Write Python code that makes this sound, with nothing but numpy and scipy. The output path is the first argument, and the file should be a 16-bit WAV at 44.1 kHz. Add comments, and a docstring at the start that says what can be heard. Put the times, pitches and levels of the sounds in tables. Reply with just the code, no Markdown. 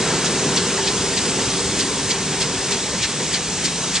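"""Factory hall, stereo microphone carried along the steel drum of a bottle sorter, a little to one side.
From the start air jets hiss, the drive hums and the drum rumbles and knocks with tumbling plastic bottles.
From 0.3 s a bottle passes a jet about three times a second: a short puff, bright, then hollow.
Near 1.5 s one puff is missing and the hum swells as the microphone passes the drum.
After 2.6 s the gear whine fades and the rumble sinks, while the hiss and the puffs carry on."""
import sys
import numpy as np
from scipy import signal
from scipy.fft import rfft, irfft, next_fast_len
from scipy.io import wavfile
from scipy.ndimage import uniform_filter1d, map_coordinates

SR = 44100
rng = np.random.default_rng(int(sys.argv[2]) if len(sys.argv) > 2 else 0)


def transcribe(signal):
    """Save signal, clipped to [-1, 1], as a 16-bit WAV file at the path in sys.argv[1]."""
    frames = np.atleast_2d(signal).T
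    limited = np.clip(frames, -1, 1)
    pcm = np.round(limited * 32767).astype(np.int16)
    wavfile.write(sys.argv[1], SR, pcm)


N = 176400

# bottles passing the jet: t/s, level/dB, pitch ratio, length ratio, bright edge/dB, hollow end/dB,
# the bottle's own ring f/Hz, its lift/dB
JET_PASSES = [(.266, -24, 0.9, 1.4, 4, -2, 3700, 0), (.576, -18, .96, .75, 0, -2, 6060, 6),
              (0.88, -21, .93, .9, -3.5, -2, 2550, 8), (1.179, -20.7, 1.05, 0.75, -4, -1, 4850, 5),
              (1.806, -20.3, 1.02, 1.06, 1, 0, 4100, 6), (2.113, -20, 1, .95, 0, 0, 4660, 5),
              (2.422, -19.5, 1.01, 0.93, 0, 0, 4210, 5), (2.727, -22, 1, 1.1, 2, 1.5, 3850, 4),
              (3.039, -19.8, 0.97, 1.04, -1, 1.5, 5470, 4), (3.346, -21, 0.98, 1.16, 1, 2, 2000, 3),
              (3.657, -20, 1.04, 1, 0.5, 0, 7700, 3), (3.964, -20.5, 1.01, 1.06, 2.5, 2, 3120, 5)]
# stages of a puff, before each pass scales them: f/Hz, width/octaves, delay/s, rise/s, fall/s, level/dB
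STAGES = [(7180, 0.32, -0.015, 0.0053, 0.019, -5), (4320, 0.56, -0.00035, 0.011, 0.015, 1),
          (2170, 0.42, 0.009, 0.036, 0.024, -9.3)]
# resonances of the guard around the jet: f/Hz, lift/dB
GUARD_RINGS = [(3430, 2.5), (4150, 3.5), (4670, 4), (5470, 2), (6090, 1.5)]
# strong knocks in the drum: t/s, level/dB, f/Hz, hardness (added to the upper resonances)/dB, t60/s
STRONG_KNOCKS = [(.06, -23.5, 680, 8, 0.14), (.095, -23, 440, 4, .15), (.238, -23, 700, 3, .13),
                 (.43, -30, 490, -1, 0.15), (.777, -20.5, 446, 11, 0.11), (.805, -26, 1380, 7, .1),
                 (.968, -26, 1600, 12, .12), (1.042, -20.5, 444, -8, 0.1), (1.385, -27.5, 460, 6, 0.15),
                 (1.582, -27, 1890, 8, .14), (2.322, -26.5, 413, 3, 0.14), (2.595, -29, 520, 3, .12),
                 (2.704, -28, 980, -7, 0.1), (2.93, -24.5, 510, -6, 0.17), (3.195, -22.5, 475, -5, .17),
                 (3.574, -29.5, 870, 0, 0.15), (3.625, -27.5, 327, -8, 0.12)]
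# a bottle's resonances: multiple of its pitch, level/dB before a tilt of -3 dB an octave
BOTTLE_MODES = [(1, 3), (2.03, 1), (4.0, -1.5)]
# low, middle and high drive tones: f/Hz, base level/dB, wavering/dB
DRIVE_TONES = [(149, -42, -0.5), (268.8, -44.5, 1.5), (915, -52.5, 3.5)]
# swell of the middle tone as the microphone passes the drum: t/s, gain/dB
PASSING_SWELL = [(0, -2), (1.05, .5), (1.35, 5), (1.8, 5.5), (2.0, 3.5), (2.25, 0), (4, -3)]
# levels along the walk: t/s, level/dB
HISS_WALK = [(0, -22.5), (.67, -23), (1.54, -23), (2.05, -24.5), (2.95, -25), (4, -25)]
RUMBLE_WALK = [(0, -24.5), (.28, -26), (.48, -22), (.72, -26.5), (1.4, -27), (2.1, -27.5), (2.6, -29),
               (3.0, -31), (3.6, -31), (4, -31.5)]
GEAR_WALK = [(0, -34), (.6, -32.5), (1.2, -34.5), (1.8, -35.5), (2.6, -35.5), (3.2, -43.5), (4, -55)]
DIN_WALK = [(0, -27.5), (.8, -30), (1.4, -30.5), (1.8, -32), (2.3, -31), (3.0, -33), (4, -34)]
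DRONE_WALK = [(0, -38.5), (1.3, -37.5), (2.7, -38), (4, -43)]
# the drum's two wall resonances along the walk: t/s, lower level/dB, upper level/dB
WALL_WALK = [(0, -48, -50), (.55, -36, -44), (.9, -45, -44), (1.4, -46, -37), (2.0, -46, -37),
             (2.6, -45, -41), (3.0, -47, -50), (3.6, -38, -52), (4, -38, -52)]
# noise spectra: f/Hz, relative level/dB
HISS_SPECTRUM = [(500, -37.5), (1300, -11), (2300, -2), (3500, 0.5), (4800, 0.5), (6200, 2), (7400, 1),
                 (8600, -1), (9400, -4), (10200, -14)]
RUMBLE_SPECTRUM = [(40, -37), (90, -16), (130, -2.5), (200, 0.5), (245, -3), (320, -6), (400, -2.5),
                   (480, -3.5), (580, -15), (900, -36), (2000, -73)]
DIN_SPECTRUM = [(200, -25), (500, -3), (620, 0.5), (800, 0.5), (920, 2), (1030, 1), (1250, -1.5),
                (1800, -2), (2600, -11), (6000, -32)]
DRONE_SPECTRUM = [(20, -31), (35, -12.5), (54, -4), (75, -1), (105, -2), (170, -11), (400, -55)]
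# how alike the hall sounds at the two microphone ports: f/Hz, likeness (1 is mono)
LIKENESS = [(1200, 1), (2800, 0.99), (5200, 0.73), (9500, 0.43)]
# left port behind right: f/Hz, lag/rad
LEFT_LAG = [(2200, 0), (3800, 0.53), (5500, 0.97), (8000, 1.34), (10000, 2.1)]
# left port above right: f/Hz, level/dB
LEFT_LIFT = [(2000, 0), (6000, 0), (8800, 1.4)]
# microphone response: f/Hz, gain/dB
MIC_RESPONSE = [(20, -1.5), (8500, 0.5), (9500, -2), (10100, -1.5), (10500, -20.5)]

TUMBLE_PER_S, TUMBLE_MAX_DB, TUMBLE_HZ, TUMBLE_T60_S = 12, -32.5, 462, 0.19
GEAR_HZ, SIDEBAND_HZ, SIDEBAND_DB = 390.4, 376, -4
KNOCK_RISE_S, HISS_PEAK_HZ, TOP_HZ = 0.0016, 7480, 10500


def puffs():
    """A bottle crossing the jet sounds three stages, high to low, coloured by its ring and the guard's."""
    t = np.arange(-SR // 5, SR // 5) / SR
    hz = np.fft.rfftfreq(len(t), 1 / SR)
    out = np.zeros((2, N + SR))
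    for s, db, pitch, length, edge_db, hollow_db, own_hz, own_db in JET_PASSES:
        rings = GUARD_RINGS + [(own_hz, own_db)]
        lift_db = sum(lift * bell(hz, ring_hz, octaves=0.022) for ring_hz, lift in rings)
        colour = ripple(hz, depth_db=1.6, spacing_hz=138.7) * amp(lift_db)
        for stage, accent_db in zip(STAGES, (edge_db, 0, hollow_db)):
            centre_hz, octaves, delay, rise, fall, stage_db = stage
            noise = rfft(rng.standard_normal((2, len(t))))
            mid, side = unit(irfft(noise * colour * bell(hz, centre_hz * pitch, octaves), len(t)))
            angle = stereo_angle(centre_hz)
            air = np.cos(angle) * mid + np.sin(angle) * np.array([side, -side])
            slope_s = np.where(t < delay, rise, fall) * length
            swell = 1 / np.cosh(np.clip(np.sqrt(2) * (t - delay) / slope_s, -20, 20))
            out[:, round((s + t[0]) * SR):][:, :len(t)] += amp(db + stage_db + accent_db) * swell * air
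    return out[:, :N]


def jets():
    """Compressed air hisses without pause, with a slight narrow lift near 7.5 kHz."""
    def colour(hz):
        peak_db = 0.5 * bell(hz, HISS_PEAK_HZ, octaves=.006)
        return amp(along(HISS_SPECTRUM, hz) + peak_db) * ripple(hz, depth_db=0.87, spacing_hz=69.9)
    return rush(colour, patchy_db=1.14) * amp(curve(HISS_WALK) + 0.24 * wobble(10))


def drum():
    """The turning drum rumbles, loudest early in the walk."""
    return rush(lambda hz: amp(along(RUMBLE_SPECTRUM, hz)), patchy_db=1.26) * amp(curve(RUMBLE_WALK))


def bottles():
    """Hollow plastic bottles knock in the drum: a few strong hits among many faint ones."""
    t = np.arange(SR // 4) / SR
    hz = np.fft.rfftfreq(len(t), 1 / SR)
    faint = [(when * N / SR, TUMBLE_MAX_DB - 6 * soft, TUMBLE_HZ * 2 ** (high - .5), 0, TUMBLE_T60_S)
             for when, soft, high in rng.random((int(TUMBLE_PER_S * N / SR), 3))]
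    out = np.zeros(N + SR)
    for s, db, pitch_hz, hard_db, t60 in STRONG_KNOCKS + faint:
        body = sum(amp(mode_db + hard_db * (k > 1)) * bell(hz, k * pitch_hz, octaves=0.14) / np.sqrt(k)
                   for k, mode_db in BOTTLE_MODES)
        ring = unit(irfft(rfft(rng.standard_normal(len(t))) * body, len(t)))
        decay = amp(-60 * t / t60) * (1 - np.exp(-t / KNOCK_RISE_S))
        out[round(s * SR):][:len(t)] += amp(db) * unit(ring * decay) * np.sqrt(np.mean(decay ** 2))
    return out[:N]


def walls():
    """The drum's steel walls boom at two pitches, shaken by the tumbling load."""
    s, lower_db, upper_db = np.transpose(WALL_WALK)
    def boom(centre_hz, db):
        band = rush(lambda hz: bell(hz, centre_hz, octaves=.1), patchy_db=1)
        return band * amp(curve(np.transpose([s, db])))
    return boom(centre_hz=178, db=lower_db) + boom(centre_hz=278, db=upper_db)


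def motor():
    """The motor hums in three tones; the middle one flutters under the tumbling load."""
    low, middle, high = [amp(db + waver_db * wobble(7.8)) * tone(hz, wander_hz=0.00897 * hz, rate=12)
                         for hz, db, waver_db in DRIVE_TONES]
    flutter = 1 + .6 * wobble(30)
    return low + middle * flutter * amp(curve(PASSING_SWELL)) + high


def gears():
    """A rough gear whine beats against its sideband."""
    mesh = tone(GEAR_HZ, wander_hz=4, rate=25.08)
    sideband = amp(SIDEBAND_DB) * tone(SIDEBAND_HZ, wander_hz=4, rate=24.92)
    return unit(mesh + sideband) * amp(curve(GEAR_WALK) + 1.4 * wobble(16))


def hall():
    """Farther off: the din the drum raises in the hall, over the hall's own low drone."""
    din = rush(lambda hz: amp(along(DIN_SPECTRUM, hz)), patchy_db=0.97)
    drone = rush(lambda hz: amp(along(DRONE_SPECTRUM, hz)), patchy_db=1.5)
    return din * amp(curve(DIN_WALK) + 0.33 * wobble(12)) + drone * amp(curve(DRONE_WALK))


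def amp(db):
    """Decibels to gain."""
    return 10 ** (np.asarray(db) / 20)


def unit(x):
    """Scale to rms 1."""
    return x / np.sqrt(np.mean(x ** 2) + 1e-20)


def along(points, hz):
    """Read (f/Hz, value) points on a log axis."""
    f, values = np.transpose(points)
    return np.interp(np.log(hz + 1), np.log(f + 1), values)


def curve(rows):
    """One value per sample from (t/s, value) rows."""
    return np.interp(np.arange(N) / SR, *np.transpose(rows))


def wobble(rate):
    """A smooth random curve, rate knots a second."""
    return map_coordinates(rng.standard_normal(1024), [np.arange(N) * rate / SR + 2], mode="mirror")


def filtered(x, response):
    """Filter x by a gain that depends on frequency."""
    size = next_fast_len(N + SR // 4)
    return irfft(rfft(x, size) * response(np.fft.rfftfreq(size, 1 / SR)), size)[..., :N]


def bell(hz, centre_hz, octaves):
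    """Gain of one resonance."""
    return np.exp(-.5 * (np.log2((hz + 1) / centre_hz) / octaves) ** 2)


def ripple(hz, depth_db, spacing_hz):
    """Fine uneven colour from nearby steel panels."""
    return amp(depth_db * map_coordinates(rng.standard_normal(1024), [hz / spacing_hz], mode="mirror"))


def stereo_angle(hz):
    """Mid-to-side angle in radians: mono in the bass, wide in the treble."""
    return np.arccos(np.clip(along(LIKENESS, hz), -1, 1)) / 2


def rush(colour, patchy_db):
    """Coloured stereo noise of rms 1 with patches of random gain in time and frequency."""
    spectra = signal.stft(rng.standard_normal((2, N)), nperseg=512)[2]
    patches = uniform_filter1d(rng.standard_normal(spectra.shape[1:]), size=4, axis=0)
    patches = uniform_filter1d(patches, size=16, axis=1)
    pair = signal.istft(spectra * amp(patchy_db * unit(patches)), nperseg=512)[1][:, :N]
    width = lambda hz: np.array([np.cos(stereo_angle(hz)), np.sin(stereo_angle(hz)) * hz / (hz + 500)])
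    mid, side = filtered(pair, lambda hz: colour(hz) * width(hz))
    return unit(np.array([mid + side, mid - side]))


def tone(hz, wander_hz, rate):
    """A sine of rms 1 whose pitch wanders."""
    return np.sqrt(2) * np.sin(2 * np.pi * np.cumsum(hz + wander_hz * wobble(rate)) / SR)


def scene():
    """The machine from slightly to one side: the treble differs between the two microphone ports."""
    sources = puffs() + jets() + drum() + bottles() + walls() + motor() + gears() + hall()
    sides = np.array([[.5], [-.5]])
    off_axis = lambda hz: amp(sides * along(LEFT_LIFT, hz)) * np.exp(-1j * sides * along(LEFT_LAG, hz))
    return filtered(sources, off_axis)


def record(dry):
    """The microphone is nearly flat, then rolls off into a steep band limit."""
    return filtered(dry, lambda hz: amp(along(MIC_RESPONSE, hz)) * (hz < TOP_HZ))


dry = scene()
out = record(dry)
transcribe(out)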